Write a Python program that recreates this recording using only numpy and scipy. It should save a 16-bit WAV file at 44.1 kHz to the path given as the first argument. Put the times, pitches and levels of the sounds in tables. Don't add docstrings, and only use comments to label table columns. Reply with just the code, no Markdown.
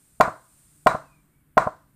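import sys
import numpy as np
from scipy import signal
from scipy.fft import rfft, irfft
from scipy.io import wavfile
from scipy.ndimage import uniform_filter1d, minimum_filter1d

SR = 44100
rng = np.random.default_rng(int(sys.argv[2]) if len(sys.argv) > 2 else 0)


def store_wav(level_fs):
    pcm = np.round(np.clip(np.atleast_2d(level_fs), -1, 1) * 32767)
    wavfile.write(sys.argv[1], SR, pcm.T.astype(np.int16))


N = 85995

# (time [s], force [dB], contact bandwidth [Hz], grit [dB], grit tail [dB])
BLOWS = [(.2011, 0.5, 2038, -4, 2), (.8619, 0, 2100, -5.5, 3), (1.5698, -0.46, 1868, -10.5, 0)]
# (time [s], thud [dB], clack [dB])
REBOUNDS = [(0.2762, -9, -19), (0.9446, -6.5, -13.5), (1.6667, -4, -9.5)]
# (frequency [Hz], level [dB], t60 [s], rise [s])
THUD_MODES = [(149.4, -31.5, 0.045, 0.0024), (235, 0, 0.016, 0.0026), (427.4, -12, 0.045, 0.0011),
              (677, 11, 0.019, 0.0057), (1100, -11, 0.0079, .0005)]
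# (frequency [Hz], level [dB], t60 [s])
ROCK_MODES = [(625.2, -10, 0.072), (749.3, -8, .05), (951, -16.5, 0.07), (1052.4, 3, 0.022),
              (1205.6, -10, 0.011), (1238, 0.5, 0.015), (1388.4, -4, 0.038), (1899, -11, .025),
              (2453, -26, .022)]
# (frequency [Hz], t60 [s], blow 1 [dB], blow 2 [dB], blow 3 [dB])
CLINK_MODES = [(2346, 0.075, -26, -26, -34.5), (2722, 0.029, -25.5, -38, -28),
               (2885, 0.024, -42.5, -21.5, -36), (3470, 0.023, -24.5, -23.5, -26),
               (3865, .2, -51, -41, -56.5), (3960, 0.21, -44, -40, -49), (4268, 0.022, -29, -28, -41),
               (4720, .028, -28, -39.5, -36.5), (6680, 0.027, -23.5, -37.5, -43)]
# (frequency [Hz], density [dB])
SPIT_SPECTRUM = [(1500, -12), (2500, 3), (4500, 7.5), (6500, -1), (8800, 5), (10200, -14.5), (11800, 3),
                 (15000, -7.5)]
# (frequency [Hz], density [dB])
TAIL_SPECTRUM = [(1500, -12.5), (2800, -2.5), (4000, 5), (5500, 0.5), (9000, 4.5), (10200, -21),
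                 (11500, -6), (15000, -16)]
# (frequency [Hz], density [dB])
YARD_SPECTRUM = [(40, -24.5), (140, -7.5), (215, -23.5), (330, -11), (390, -19.5), (520, -11.5),
                 (640, -3.5), (830, -11.5), (1020, -1), (1300, -6.5), (1550, -8.5), (1800, -17),
                 (2200, -20.5), (2600, -27), (5000, -47)]
# (frequency [Hz], level [dB], t60 [s])
YARD_MODES = [(633.8, -26.5, 0.18), (744.6, -26, .16), (919.4, -27, 0.16), (1007, -25.5, .18),
              (1330, -28, .14), (1625, -32.5, 0.14)]
# (time [s], length [s], start pitch [Hz], end pitch [Hz], level [dB])
WHISTLES = [(1.003, .25, 2870, 2305, -68.5), (1.293, 0.16, 2246, 2255, -76.5)]
# (frequency [Hz], level [dB])
HUM_PARTIALS = [(48.5, -75), (145, -67.5), (193, -77.5), (290, -77.5)]
# (time [s], gain [dB])
HUM_ENVELOPE = [(0, -5.5), (.55, -5.5), (.8, 3), (1.02, 9), (1.25, 3), (1.5, 2), (1.95, 2.5)]
# (frequency [Hz], density [dB])
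HISS_SPECTRUM = [(3000, -18), (6000, -16), (7500, -7), (9000, 0), (10500, -11.5), (12000, -14.5),
                 (14300, -11), (16000, -22)]
# (time [s], level [dB])
HISS_ENVELOPE = [(0, -63), (.15, -63.5), (.38, -65), (.58, -60), (.82, -62), (1.14, -72), (1.5, -81),
                 (1.95, -77)]
# (frequency [Hz], density [dB])
AIR_SPECTRUM = [(20, -6.5), (50, -1.5), (150, -3), (300, -8), (450, -20), (800, -25), (1500, -20.5),
                (3000, -30.5), (6000, -44), (9000, -30.5), (14000, -25)]

CLACK_LAG_S, REBOUND_LAG_S, SLAB_LAG_S = 0.0071, 0.005694, 0.003822
ECHO_RISE_S, ECHO_HOLD_S, ECHO_T60_S, LATE_T60_S = 0.013, 0.033, 0.25, 0.93


def hammer_blows(t, thud, clack, echo):
    out = 0
    for k, (start_s, force_db, contact_hz, grit_db, tail_db) in enumerate(BLOWS):
        ring = undb(force_db) * butter(clack + echo, contact_hz, "low", order=2)
        clinks = sum(mode(t, hz, blow_db[k], t60_s) for hz, t60_s, *blow_db in CLINK_MODES)
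        crack = ring + clinks + grit_spit(t, grit_db, tail_db)
        out += delay(undb(force_db) * thud + delay(crack, CLACK_LAG_S), start_s)
    return out


def hammer_rebounds(t, thud, clack, echo):
    bump = butter(thud, hz=327, kind="low", order=2)
    knock = mode(t, hz=688, db=-4.5, t60_s=0.018)
    ring = knock + undb(-3) * clack + undb(-12.5) * echo
    tap = delay(butter(ring, hz=1090, kind="low", order=4), REBOUND_LAG_S)
    return sum(delay(undb(thud_db) * bump + undb(clack_db) * tap, start_s)
               for start_s, thud_db, clack_db in REBOUNDS)


def slab_thud(t):
    push = -sum(mode(t, hz, db, t60_s) * rise(t, rise_s) for hz, db, t60_s, rise_s in THUD_MODES)
    push = butter(push, hz=90, kind="high", order=1)
    return butter(push, hz=1410, kind="low", order=4)


def rock_clack(t):
    return undb(2) * sum(mode(t, *row) for row in ROCK_MODES) * rise(t, tau_s=0.0006)


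def grit_spit(t, grit_db, tail_db):
    hold_s = 0.0025
    burst = rise(t, tau_s=0.0006) * fade(t - hold_s, t60_s=0.025)
    spit = undb(grit_db - 20) * burst * wide_noise(SPIT_SPECTRUM, side_db=-14)
    tail = rise(t, ECHO_RISE_S) * (fade(t, ECHO_T60_S) + undb(-22.5) * fade(t, LATE_T60_S))
    return spit + undb(tail_db - 41) * tail * wide_noise(TAIL_SPECTRUM, side_db=-11)


def clack_echo(t, clack):
    reflection = undb(-10) * delay(clack, SLAB_LAG_S)
    decay = fade(t - ECHO_HOLD_S, ECHO_T60_S) + undb(-31.5) * fade(t, LATE_T60_S)
    wash = undb(-21) * decay * noise(YARD_SPECTRUM)
    resonances = sum(mode(t, *row) for row in YARD_MODES)
    return reflection + rise(t, ECHO_RISE_S) * (wash + resonances)


def whistles(t):
    out = 0
    for start_s, length_s, from_hz, to_hz, db in WHISTLES:
        progress = np.clip((t - start_s) / length_s, 0, 1)
        glide_hz = to_hz + (from_hz - to_hz) * (1 - progress) ** 2
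        pitch_hz = glide_hz * (1 + 0.025 * wander(rate_hz=200))
        swell = undb(db + 2 * wander(rate_hz=52)) * np.sin(np.pi * progress)
        out += swell * np.sin(2 * np.pi * np.cumsum(pitch_hz) / SR)
    return out


def distant_hum(t):
    warped_s = np.cumsum(1 + 0.025 * wander(rate_hz=28)) / SR
    hum = sum(undb(db + 3 * wander(rate_hz=60)) * np.sin(2 * np.pi * hz * warped_s)
              for hz, db in HUM_PARTIALS)
    return envelope(t, HUM_ENVELOPE) * hum


def high_hiss(t):
    return envelope(t, HISS_ENVELOPE) * wide_noise(HISS_SPECTRUM, side_db=-13)


def outdoor_air():
    return undb(-64.5) * noise(AIR_SPECTRUM)


def undb(db):
    return 10 ** (np.asarray(db) / 20)


def envelope(t, points):
    return undb(np.interp(t, *np.array(points).T))


def fade(t, t60_s):
    return np.exp(-np.log(1000) * np.maximum(t, 0) / t60_s)


def rise(t, tau_s):
    return 1 - np.exp(-np.maximum(t, 0) / tau_s)


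def mode(t, hz, db, t60_s):
    return undb(db) * np.sin(2 * np.pi * hz * t) * fade(t, t60_s)


def delay(x, lag_s):
    silence = np.zeros(x.shape[:-1] + (int(lag_s * SR),))
    return np.concatenate([silence, x], axis=-1)[..., :N]


def butter(x, hz, kind, order):
    return signal.sosfilt(signal.butter(order, hz, kind, fs=SR, output="sos"), x + 1e-18)


def noise(spectrum):
    hz, db = np.array(spectrum).T
    bins_hz = np.maximum(np.fft.rfftfreq(N, 1 / SR), 1)
    gain = undb(np.interp(np.log(bins_hz), np.log(hz), db))
    x = irfft(rfft(rng.standard_normal(N)) * gain, N)
    return x / x.std()


def wide_noise(spectrum, side_db):
    return noise(spectrum) + undb(side_db) * noise(spectrum) * np.array([[1], [-1]])


def wander(rate_hz):
    hold = int(SR / rate_hz)
    steps = np.repeat(rng.standard_normal(N // hold + 1), hold)
    x = uniform_filter1d(uniform_filter1d(steps, hold), hold)[:N]
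    return x / x.std()


def scene():
    t = np.arange(N) / SR
    thud, clack = slab_thud(t), rock_clack(t)
    echo = clack_echo(t, clack)
    hammer = hammer_blows(t, thud, clack, echo) + hammer_rebounds(t, thud, clack, echo)
    return hammer + whistles(t) + distant_hum(t) + high_hiss(t) + outdoor_air()


def record(dry):
    ceiling_db, window_s, cutoff_hz = -2.4, 0.0008, 14800
    window = int(window_s * SR)
    gain = np.minimum(1, undb(ceiling_db) / (np.abs(dry).max(axis=0) + 1e-9))
    limited = dry * uniform_filter1d(minimum_filter1d(gain, window), window)
    return signal.sosfilt(signal.ellip(8, 0.2, 70, cutoff_hz, fs=SR, output="sos"), limited)


dry = scene()
out = record(dry)
store_wav(out)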